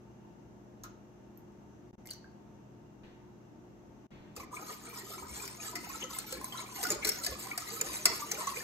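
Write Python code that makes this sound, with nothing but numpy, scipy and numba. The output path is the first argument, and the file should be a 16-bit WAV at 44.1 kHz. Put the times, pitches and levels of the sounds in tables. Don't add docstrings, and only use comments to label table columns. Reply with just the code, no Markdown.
import sys
import numpy as np
from scipy import signal
from scipy.fft import rfft, irfft, next_fast_len
from scipy.io import wavfile
from scipy.ndimage import uniform_filter1d
from numba import njit

SR = 44100
rng = np.random.default_rng(int(sys.argv[2]) if len(sys.argv) > 2 else 0)


def generate_wav(signal):
    frames = np.transpose(np.atleast_2d(signal))
    scaled = np.clip(frames, -1, 1) * 32767
    pcm = np.round(scaled).astype(np.int16)
    wavfile.write(sys.argv[1], SR, pcm)


N = 380583
TIME = np.arange(N) / SR
FFT_SIZE = next_fast_len(N + SR)
LOG_HZ = np.log(np.maximum(np.arange(FFT_SIZE // 2 + 1) * SR / FFT_SIZE, 1))

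# freq_hz, gain_db
AIR_EQ = [(25, -24), (36, -14), (50, 3), (90, 0), (160, 3.5), (340, 2), (410, -4), (560, -7), (800, -9),
          (930, -14), (1080, -14), (2600, -27.5), (4600, -34), (6100, -29.5), (7500, -34), (9600, -52.5),
          (11500, -37), (15000, -47)]
SIDE_EQ = [(60, -8.5), (200, -6.5), (500, -2.0), (1200, 0.0), (5000, 0.0)]
REVERB_EQ = [(45, -19), (100, -9), (600, 1.5), (1300, 7.5), (5000, 3.5), (7500, -2.5), (9500, -14),
             (12000, 1), (15000, -2)]
# pitch_hz, level_db
HUM_PARTIALS = [(119.8, -64.5), (157, -71), (205.5, -63), (237, -69.5), (256, -77.5), (295.7, -68.5),
                (318, -72), (357, -65), (414.8, -76), (474, -79.5), (621, -77), (707, -80.5), (894, -77.5)]
# centre_hz, width_hz, level_db
WHINE_BANDS = [(911, 21, -72.5), (2770, 92, -85), (6100, 130, -85)]
# freq_hz, left_lead_rad, left_minus_right_db
PORT_IMAGE = [(300, 0, 1.5), (650, -.3, -3), (1250, -.4, -4.5), (2100, -1.5, 4), (3000, -3.1, 1.5),
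              (4100, -6.3, 4), (4900, -9, 8), (6200, -12.2, 1), (7400, -11.6, -1), (9600, -9.4, 0),
              (12600, -6.4, 0), (14000, -6.2, 0), (15600, -3.7, 0)]
# start_s, end_s
LEVEL_DIPS = [(1.912, 1.929), (1.955, 1.980), (4.069, 4.105)]

# start_s, bubble_pitch_hz, bubble_db, tick_db
JUICE_DRIPS = [(0.836, 6600, -38, -36.5), (0.839, 1630, -52, -47), (0.841, 1305, -44, -39),
               (0.849, 1400, -50, -50), (.856, 1230, -48, -48), (0.84, 1040, -48, -44),
               (1.375, 12700, -41, -60), (1.521, 7600, -69, -69), (2.056, 2070, -47, -47),
               (2.063, 11800, -37, -54), (2.0717, 7700, -37, -37), (2.089, 2970, -43, -47),
               (2.097, 4760, -41, -65), (2.106, 8900, -27, -60), (2.1096, 4510, -31, -31.5),
               (2.1158, 6430, -44, -44), (2.128, 5900, -51, -51), (2.1338, 5870, -37, -42),
               (2.243, 1590, -49, -68)]
# start_s, level_db, decay_s
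SOFT_RUSTLES = [(0.843, -57, 0.039), (3.034, -56, 0.093), (4.112, -58, 0.21)]
# freq_hz, gain_db
TICK_EQ = [(200, -12), (1000, -6), (3000, -10.5), (6000, 4), (12000, -2), (15000, -5)]
RUSTLE_EQ = [(200, 20), (1000, -0.5), (2500, 1.5), (4000, -5.5), (5500, -16), (15000, -33)]

# start_s, length_s, scrape_db, churn_db
SWEEPS = [(4.353, 0.1, -47, -50.5), (4.508, 0.15, -66, -51), (4.59, 0.18, -49.5, -51),
          (4.838, 0.17, -46, -56), (5.061, 0.2, -44, -51), (5.304, 0.2, -41.5, -52.5),
          (5.597, .15, -42.5, -53.5), (5.818, .25, -42.5, -53.5), (6.089, 0.15, -43, -51.5),
          (6.26, 0.12, -40.5, -51), (6.39, 0.12, -45.5, -57), (6.514, 0.13, -40, -50),
          (6.67, 0.11, -49.5, -66), (6.734, 0.25, -39.5, -50), (7.008, 0.21, -41.5, -57),
          (7.206, 0.16, -41, -50.5), (7.377, 0.19, -40, -59), (7.583, 0.2, -40, -50),
          (7.728, 0.2, -39, -50), (7.884, 0.17, -36.5, -55), (8.025, 0.19, -39.5, -47.5),
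          (8.18, 0.17, -40, -50.5), (8.31, 0.24, -38.5, -48), (8.535, .12, -42, -50)]
# centre_hz, width_hz, level_db
HOLLOW_MODES = [(433, 150, 1), (833, 27, -12.5), (1040, 115, 1.5), (1266, 106, 4.5), (1840, 160, -33),
                (2330, 260, 0)]
# freq_hz, gain_db
PLOP_EQ = [(330, 3.5), (500, -2.5), (750, -1.5), (1050, 1.5), (1600, -5), (2300, 1.5)]
# start_s, slap_db, thump_db
WAVES = [(4.35, -43, -58), (5.22, -49, -50), (5.74, -40, -57), (6.02, -46.5, -66), (6.308, -40.5, -58),
         (6.88, -34, -51), (7.04, -49, -50), (7.28, -42, -54.5), (7.81, -42.5, -58), (8.06, -44, -61),
         (8.32, -45.5, -62)]
# start_s, pitch_hz, level_db
AIR_POCKETS = [(4.367, 1208, -43), (4.366, 430, -43), (4.395, 1137, -47.5), (4.432, 1030, -47),
               (4.529, 1005, -40.5), (4.572, 1024, -42.5), (4.621, 1256, -42), (4.748, 1096, -45),
               (4.899, 2320, -48), (4.93, 1050, -45), (5.032, 383, -40), (5.105, 642, -45.5),
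               (5.18, 1000, -39.5), (5.182, 2280, -48), (5.262, 1030, -49), (5.416, 1020, -42),
               (5.73, 978, -41), (5.741, 368, -35.5), (5.757, 2064, -34.5), (5.87, 832, -40),
               (5.897, 1065, -39.5), (6.042, 493, -40.5), (6.045, 1270, -43.5), (6.164, 1034, -43.5),
               (6.412, 1034, -41.5), (6.441, 1030, -41.5), (6.554, 1320, -35.5), (6.591, 1036, -40.5),
               (6.689, 1100, -43), (6.721, 1000, -45), (6.772, 1050, -40), (6.835, 422, -35.5),
               (6.851, 1420, -30.5), (6.872, 297, -36), (6.904, 418, -33), (6.906, 586, -33),
               (6.924, 337, -32.5), (6.955, 597, -42), (6.985, 587, -45), (7.051, 316, -35.5),
               (7.062, 426, -37), (7.07, 1490, -35), (7.1, 416, -37), (7.212, 1320, -42),
               (7.264, 1700, -38), (7.27, 706, -38), (7.283, 383, -38), (7.321, 503, -38.5),
               (7.469, 1056, -37.5), (7.513, 2245, -34.5), (7.699, 434, -51), (7.766, 1284, -40),
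               (7.817, 435, -34), (7.817, 1226, -39.5), (7.86, 475, -43), (8.068, 394, -34.5),
               (8.104, 460, -39.5), (8.333, 416, -37), (8.412, 1050, -39.5), (8.472, 1090, -28.5),
               (8.492, 1110, -38), (8.519, 1055, -41), (8.568, 2350, -33.5), (8.572, 480, -38)]

# centre_hz, width_hz, level_db
WIRE_MODES = [(2295, 560, -0.5), (4680, 106, -7), (5470, 210, 5.5), (6820, 130, 6), (7560, 120, 0.5),
              (8610, 480, 16), (11320, 860, 8.5)]
# freq_hz, gain_db
GRIND_EQ = [(400, -11.5), (1500, -6.5), (3000, -0.5), (3500, -4), (4300, -4.5), (5300, -7), (6500, -0.5),
            (7400, -2.5), (9100, 2), (10500, 2.5), (12500, 6), (15000, -3.5)]
RATTLE_EQ = [(150, -34), (400, -4), (1000, -9.5), (2100, -6), (3100, -10.5), (4500, -2), (5500, 0.5),
             (6700, -1), (9000, 1), (11000, -5), (13000, -5.5), (15000, -6.5)]
# start_s, length_s, from_hz,
# to_hz, level_db
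GLIDES = [(4.951, 0.11, 1800, 2020, -56.5), (5.407, .04, 8000, 7700, -45),
          (5.649, 0.051, 7800, 7800, -42.5), (5.69, 0.021, 7900, 7800, -45),
          (5.944, 0.032, 7700, 7100, -50), (5.995, 0.034, 6640, 6350, -44),
          (6.001, 0.048, 2970, 3130, -45), (5.981, 0.061, 2220, 2350, -53.5),
          (6.571, 0.03, 3770, 4170, -43.5), (7.017, 0.03, 2450, 2110, -40.5),
          (7.914, 0.056, 2300, 2160, -48), (7.94, 0.048, 9200, 9200, -39)]
# pitch_hz, level_db, t60_s
WALL_MODES = [(711, -13, .2), (1196, -10, .1), (1305, -8, .15), (1438, -10, .12), (1636, -13, .12),
              (1870, -6, .1), (1950, -2, .06), (2028, -1.5, .12), (2130, -4, .05), (2374, -7, .07),
              (2520, -12, .06), (3260, -21, .07), (3677, -22, .2), (4315, -6, .18), (4472, -8, .18),
              (4700, -6, .05), (4805, -9, .2), (5520, -13, .13), (6083, -11, .17), (6885, -7, .18),
              (7380, -9, .12)]
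# start_s, contact_db, rattle_decay_ms, wall_db, twang_pitch_hz, twang_db
WIRE_HITS = [(4.363, -39.5, 7.5, -65, 4600, -55), (5.477, -29, 1.5, -70, 8800, -51),
             (5.754, -34, 8.3, -37, 5100, -37), (6.038, -48, 2.6, -53, 6280, -33),
             (6.186, -34, 5.3, -55, 8780, -26.5), (6.324, -28, 3.3, -46, 7200, -46),
             (6.412, -44, 3, -67, 9000, -40), (6.443, -37, 3.4, -64, 9240, -28.5),
             (6.523, -47, 5, -46, 3160, -35), (6.829, -24, 2.9, -53, 11500, -43),
             (6.836, -26.5, 5.4, -40, 6900, -30), (6.852, -33, 3.1, -58, 5400, -35),
             (6.868, -24.5, 2.5, -55, 7160, -47), (6.903, -21, 2.6, -62, 6960, -19.5),
             (6.915, -26, 5.3, -59, 6960, -36), (6.92, -30, 1.9, -58, 6830, -26),
             (7.047, -24, 7.8, -33, 4170, -29.5), (7.07, -27.5, 16, -47, 5630, -43),
             (7.090, -19.5, 3.2, -54, 9000, -21), (7.095, -27, 2.4, -49, 5330, -24),
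             (7.117, -37, 3.5, -51, 5500, -29), (7.236, -32, 6, -57, 4360, -34.5),
             (7.246, -28, 4.4, -55, 5320, -30), (7.263, -24.5, 5.4, -43, 4640, -31),
             (7.47, -33, 1.8, -58, 11200, -49), (7.576, -25, 4.1, -43, 4850, -39),
             (7.8116, -20.5, 2.5, -49, 7060, -20.5), (8.055, -11, 4.6, -23.5, 4650, -19.5),
             (8.313, -28.5, 2.5, -43.5, 7000, -35), (8.316, -24.5, 3.5, -44, 6255, -25.5),
             (8.344, -37, 2.6, -48, 6330, -40), (8.376, -37, 1.7, -54, 9500, -40),
             (8.470, -35, 3, -41, 8380, -32)]

ROOM_T60_S, TREBLE_T60_S, TREBLE_HZ = .45, .19, 7450
DRIP_CYCLES, GLUG_CYCLES = 7.3, 10.4
SWEEP_RISE_S, SWEEP_FALL_S = .028, .044
WAVE_RISE_S, WAVE_DECAY_S = .017, .091
HOLLOW_SWAY, SWAYS_PER_S = .038, 9
FLICK_DB, FLICKS_PER_S = 2.5, 24
REBOUND_S, REBOUND_DB = .0045, -33
TWANG_RISE_S = .0016
TWIN_DB, TWIN_DETUNE = -4, .0134


def undb(db):
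    return 10 ** (np.asarray(db) / 20)


def level(x, db=0):
    return x * undb(db) / np.sqrt(np.mean(x ** 2))


def curve(rows, column=1):
    rows = np.array(rows)
    return np.interp(LOG_HZ, np.log(rows[:, 0]), rows[:, column])


def eq(x, points):
    cepstrum = irfft(np.log(undb(curve(points))), FFT_SIZE)
    cepstrum[1:FFT_SIZE // 2] *= 2
    cepstrum[FFT_SIZE // 2 + 1:] = 0
    return irfft(rfft(x, FFT_SIZE) * np.exp(rfft(cepstrum)), FFT_SIZE)[..., :N]


def resonate(x, hz, width_hz):
    return signal.lfilter(*signal.iirpeak(hz, hz / width_hz, SR), x)


@njit
def gliding_resonance(x, hz, width_hz):
    out, state = np.empty(len(x)), 0j
    for i in range(len(x)):
        state = state * np.exp((2j * hz[i] - width_hz) * np.pi / SR) + x[i]
        out[i] = state.imag
    return out


def drift(per_s):
    knots = rng.standard_normal(4096)
    return np.interp(TIME * per_s, np.arange(len(knots)), knots)


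def flicker_bands(x, low_hz, high_hz, count, depth_db, per_s):
    centres = np.linspace(np.log(low_hz), np.log(high_hz), count)
    spectrum = rfft(x, FFT_SIZE)
    bands = (irfft(spectrum * np.interp(LOG_HZ, centres, solo), FFT_SIZE)[:N] for solo in np.eye(count))
    return sum(band * undb(depth_db * drift(per_s)) for band in bands)


def add(track, start_s, sound):
    i = int(start_s * SR)
    track[i:i + len(sound)] += sound[:len(track) - i]


def burst(decay_s, rise_s):
    t = TIME[:SR // 5]
    return rng.standard_normal(len(t)) * (1 - np.exp(-t / rise_s)) * np.exp(-t / decay_s)


@njit
def grains(start_s, hz, gain, cycles, glide):
    out = np.zeros(N)
    for k in range(len(start_s)):
        start, life, phase = int(start_s[k] * SR), cycles[k] * SR / hz[k], 0.
        for i in range(min(int(6 * life), N - start)):
            phase += 2 * np.pi * hz[k] * (1 + glide * i / life) / SR
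            out[start + i] += gain[k] * np.exp(-i / life) * (1 - np.exp(-phase / 4)) * np.sin(phase)
    return out


def swarm(count, low_hz, high_hz, cycles, spread_db, glide):
    when, pitch, size, life = rng.random((count, 4)).T
    hz = low_hz * (high_hz / low_hz) ** pitch
    gain = undb(-spread_db * np.log(1 - .985 * size)) * np.sqrt(hz / low_hz)
    return level(grains(when * N / SR, hz, gain, cycles * (.5 + life), glide))


def kitchen():
    left_right = np.array([[1], [-1]])
    mid, side = eq(rng.standard_normal((2, N)), AIR_EQ)
    air = undb(-58) * (mid + eq(side, SIDE_EQ) * left_right) / mid.std()
    hum = whine = 0
    for hz, db in HUM_PARTIALS:
        peak = np.sqrt(2) * undb(db + 2 * drift(7.6))
        hum += peak * np.sin(2 * np.pi * hz * TIME + .72 * drift(12))
    for hz, width_hz, db in WHINE_BANDS:
        hiss = resonate(rng.standard_normal((2, N)), hz, width_hz)
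        whine += level(hiss, db) * undb(2.2 * drift(11))
    return (air * undb(.4 * drift(2.35)) + hum + whine) * undb(.64 * left_right)


def reverb(x, tail_db, early_db, early_decay_s):
    t = TIME[:SR * 3 // 4]
    noise = rng.standard_normal((2, len(t)))
    body = signal.sosfiltfilt(signal.butter(3, TREBLE_HZ, fs=SR, output="sos"), noise)
    treble = (noise - body) * np.exp(-np.log(1000) * t * (1 / TREBLE_T60_S - 1 / ROOM_T60_S))
    fade = np.exp(-np.log(1000) * t / ROOM_T60_S) * (1 - np.exp(-t / .018))
    tail = undb(tail_db) * (body + treble) * fade / np.linalg.norm(fade)
    wet = signal.fftconvolve(x[None], tail, axes=1)[:, :N]
    early = (np.exp(-t / early_decay_s) * (1 - np.exp(-t / .00065)))[:SR // 10]
    places = np.array([drift(6) for _ in range(4)])
    for share in places / np.linalg.norm(places, axis=0):
        response = undb(early_db) * rng.standard_normal((2, len(early))) * early / np.linalg.norm(early)
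        wet += signal.oaconvolve((share * x)[None], response, axes=1)[:, :N]
    return eq(wet, REVERB_EQ)


def mic_ports(x):
    left = np.exp(.5j * curve(PORT_IMAGE)) * undb(curve(PORT_IMAGE, column=2) / 2)
    return irfft(rfft(x, FFT_SIZE) * np.array([left, 1 / left]), FFT_SIZE)[:, :N]


def pour():
    ticks, rustle = np.zeros(N), np.zeros(N)
    drip_s, hz, bubble_db, tick_db = np.array(JUICE_DRIPS, float).T
    for start_s, db in zip(drip_s, tick_db):
        add(ticks, start_s, undb(db + 1.5) * burst(decay_s=.0015, rise_s=.00043))
    for start_s, db, decay_s in SOFT_RUSTLES:
        add(rustle, start_s, undb(db) * rng.standard_normal(SR) * np.exp(-TIME[:SR] / decay_s))
    bubbles = grains(drip_s, hz, undb(bubble_db), np.full(len(hz), DRIP_CYCLES), glide=.0097)
    return eq(ticks, TICK_EQ) + bubbles + eq(rustle, RUSTLE_EQ)


def sweep_envelope(column, idle_db, lag_s, exponent):
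    t = TIME - lag_s
    power = undb(idle_db) ** 2 * np.clip((t - SWEEPS[1][0]) / SWEEP_RISE_S, 0, 1)
    for sweep in SWEEPS:
        start_s, length_s = sweep[:2]
        rising = (t - start_s) / min(SWEEP_RISE_S, length_s / 2)
        falling = (start_s + length_s - t) / min(SWEEP_FALL_S, length_s / 2)
        speed = np.clip(np.minimum(rising, falling), 0, 1)
        power += (undb(sweep[column]) * speed ** exponent) ** 2
    return np.sqrt(power)


def slosh():
    slap = swarm(count=700, low_hz=150, high_hz=520, cycles=4.5, spread_db=3, glide=.03)
    thump = swarm(count=160, low_hz=55, high_hz=115, cycles=4, spread_db=2, glide=.02)
    slap_gain, thump_gain, t = np.zeros(N), np.zeros(N), TIME[:SR]
    swell = (1 - np.exp(-t / WAVE_RISE_S)) * np.exp(-t / WAVE_DECAY_S)
    swell /= swell.max()
    for start_s, slap_db, thump_db in WAVES:
        add(slap_gain, start_s, undb(slap_db) * swell)
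        add(thump_gain, start_s, undb(thump_db) * swell)
    return undb(-10.5) * slap * slap_gain + thump * thump_gain


def glugs():
    start_s, hz, db = np.array(AIR_POCKETS, float).T
    return grains(start_s, hz, undb(db), GLUG_CYCLES * (hz / 1000) ** .84, glide=.014)


def churn():
    bubbles = swarm(count=2000, low_hz=280, high_hz=2650, cycles=8, spread_db=3.3, glide=.012)
    hollow = 0
    for hz, width_hz, db in HOLLOW_MODES:
        swaying_hz = hz * np.exp(HOLLOW_SWAY * drift(SWAYS_PER_S))
        hollow += level(gliding_resonance(bubbles, swaying_hz, float(width_hz)), db)
    plops = swarm(count=520, low_hz=330, high_hz=2600, cycles=11, spread_db=2.4, glide=.022)
    water = level(hollow + .098 * bubbles, -4) + undb(-5) * eq(plops, PLOP_EQ)
    flow = sweep_envelope(column=3, idle_db=-58.5, lag_s=.0029, exponent=.32)
    return water * flow * undb(2 * drift(30))


def glides():
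    out = np.zeros(N)
    for start_s, length_s, from_hz, to_hz, db in GLIDES:
        n = int(length_s * SR)
        squeak = gliding_resonance(rng.standard_normal(n), np.geomspace(from_hz, to_hz, n), width_hz=160.)
        add(out, start_s, level(squeak, db) * np.hanning(n))
    return out


def scrape():
    slips = (rng.random(N) < .12) * rng.standard_normal(N)
    slips *= undb(1.9 * np.minimum(rng.exponential(size=N), 6))
    singing = 0
    for hz, width_hz, db in WIRE_MODES:
        bent_hz = hz * np.exp(.035 * drift(20))
        singing += level(gliding_resonance(slips, bent_hz, float(width_hz)), db) * undb(5 * drift(30))
    grit = flicker_bands(slips, low_hz=1800, high_hz=15000, count=30, depth_db=5.6, per_s=48)
    pings = swarm(count=2200, low_hz=3800, high_hz=9000, cycles=36, spread_db=3.4, glide=.001)
    spatter = swarm(count=600, low_hz=3200, high_hz=14000, cycles=6, spread_db=3.4, glide=.004)
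    chirps = swarm(count=330, low_hz=6000, high_hz=8800, cycles=55, spread_db=2.6, glide=.0005)
    grind = level(eq(level(grit) + undb(-3) * pings, GRIND_EQ))
    texture = grind + undb(-14) * spatter + undb(-6.5) * chirps
    squeaking = glides()
    judder = undb(1.2 * drift(70) + FLICK_DB * drift(FLICKS_PER_S))
    drag = sweep_envelope(column=2, idle_db=-49.5, lag_s=0, exponent=.66)
    return (undb(-8) * texture + level(singing, -9)) * drag * judder + squeaking


def wall_ring(t):
    hz, db, t60_s = np.array(WALL_MODES).T[:, :, None]
    detune = TWIN_DETUNE * rng.choice([-1, 1], hz.shape) * rng.uniform(.21, 1, hz.shape)
    pairs = np.sin(2 * np.pi * hz * t) + undb(TWIN_DB) * np.sin(2 * np.pi * hz * (1 + detune) * t)
    ring = (undb(db) * np.exp(-np.log(1000) * t / t60_s) * pairs).sum(0)
    buzz = 1 + .35 * drift(350)[:len(t)]
    return ring * buzz * (1 - np.exp(-t / .00091))


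def clacks():
    rattle, ring, t = np.zeros(N), np.zeros(N), TIME[:SR // 3]
    twang_envelope = t / TWANG_RISE_S * np.exp(1 - t / TWANG_RISE_S)
    for start_s, contact_db, decay_ms, wall_db, twang_hz, twang_db in WIRE_HITS:
        contact = burst(decay_ms / 1000, rise_s=.00071)
        delay_s = REBOUND_S * rng.uniform(.78, 2.3)
        add(contact, delay_s, undb(REBOUND_DB) * burst(decay_ms / 1000, rise_s=.00059))
        bends = np.exp(.05 * rng.standard_normal(len(WIRE_MODES)))
        jangle = sum(resonate(contact, hz * bend, width_hz)
                     for (hz, width_hz, _), bend in zip(WIRE_MODES, bends))
        add(rattle, start_s, undb(contact_db + 2) * (contact + jangle))
        add(ring, start_s, undb(twang_db) * np.sin(2 * np.pi * twang_hz * t) * twang_envelope)
        add(ring, start_s, undb(wall_db - 6.5) * wall_ring(t))
    return eq(rattle, RATTLE_EQ) + ring


def scene():
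    whisk = scrape() + churn() + slosh() + glugs() + clacks()
    drips = pour()
    whisk_reverb = reverb(whisk, tail_db=-10, early_db=-6, early_decay_s=.006)
    drip_reverb = reverb(drips, tail_db=-9, early_db=-4, early_decay_s=.017)
    return mic_ports(whisk + drips) + whisk_reverb + drip_reverb + kitchen()


def record(dry):
    in_dip = sum((TIME > start_s) & (TIME < end_s) for start_s, end_s in LEVEL_DIPS)
    gain = undb(-23 * uniform_filter1d(in_dip.astype(float), size=90))
    low_pass = signal.ellip(8, .2, 70, 15600, fs=SR, output="sos")
    return signal.sosfilt(low_pass, dry * gain)


dry = scene()
out = record(dry)
generate_wav(out)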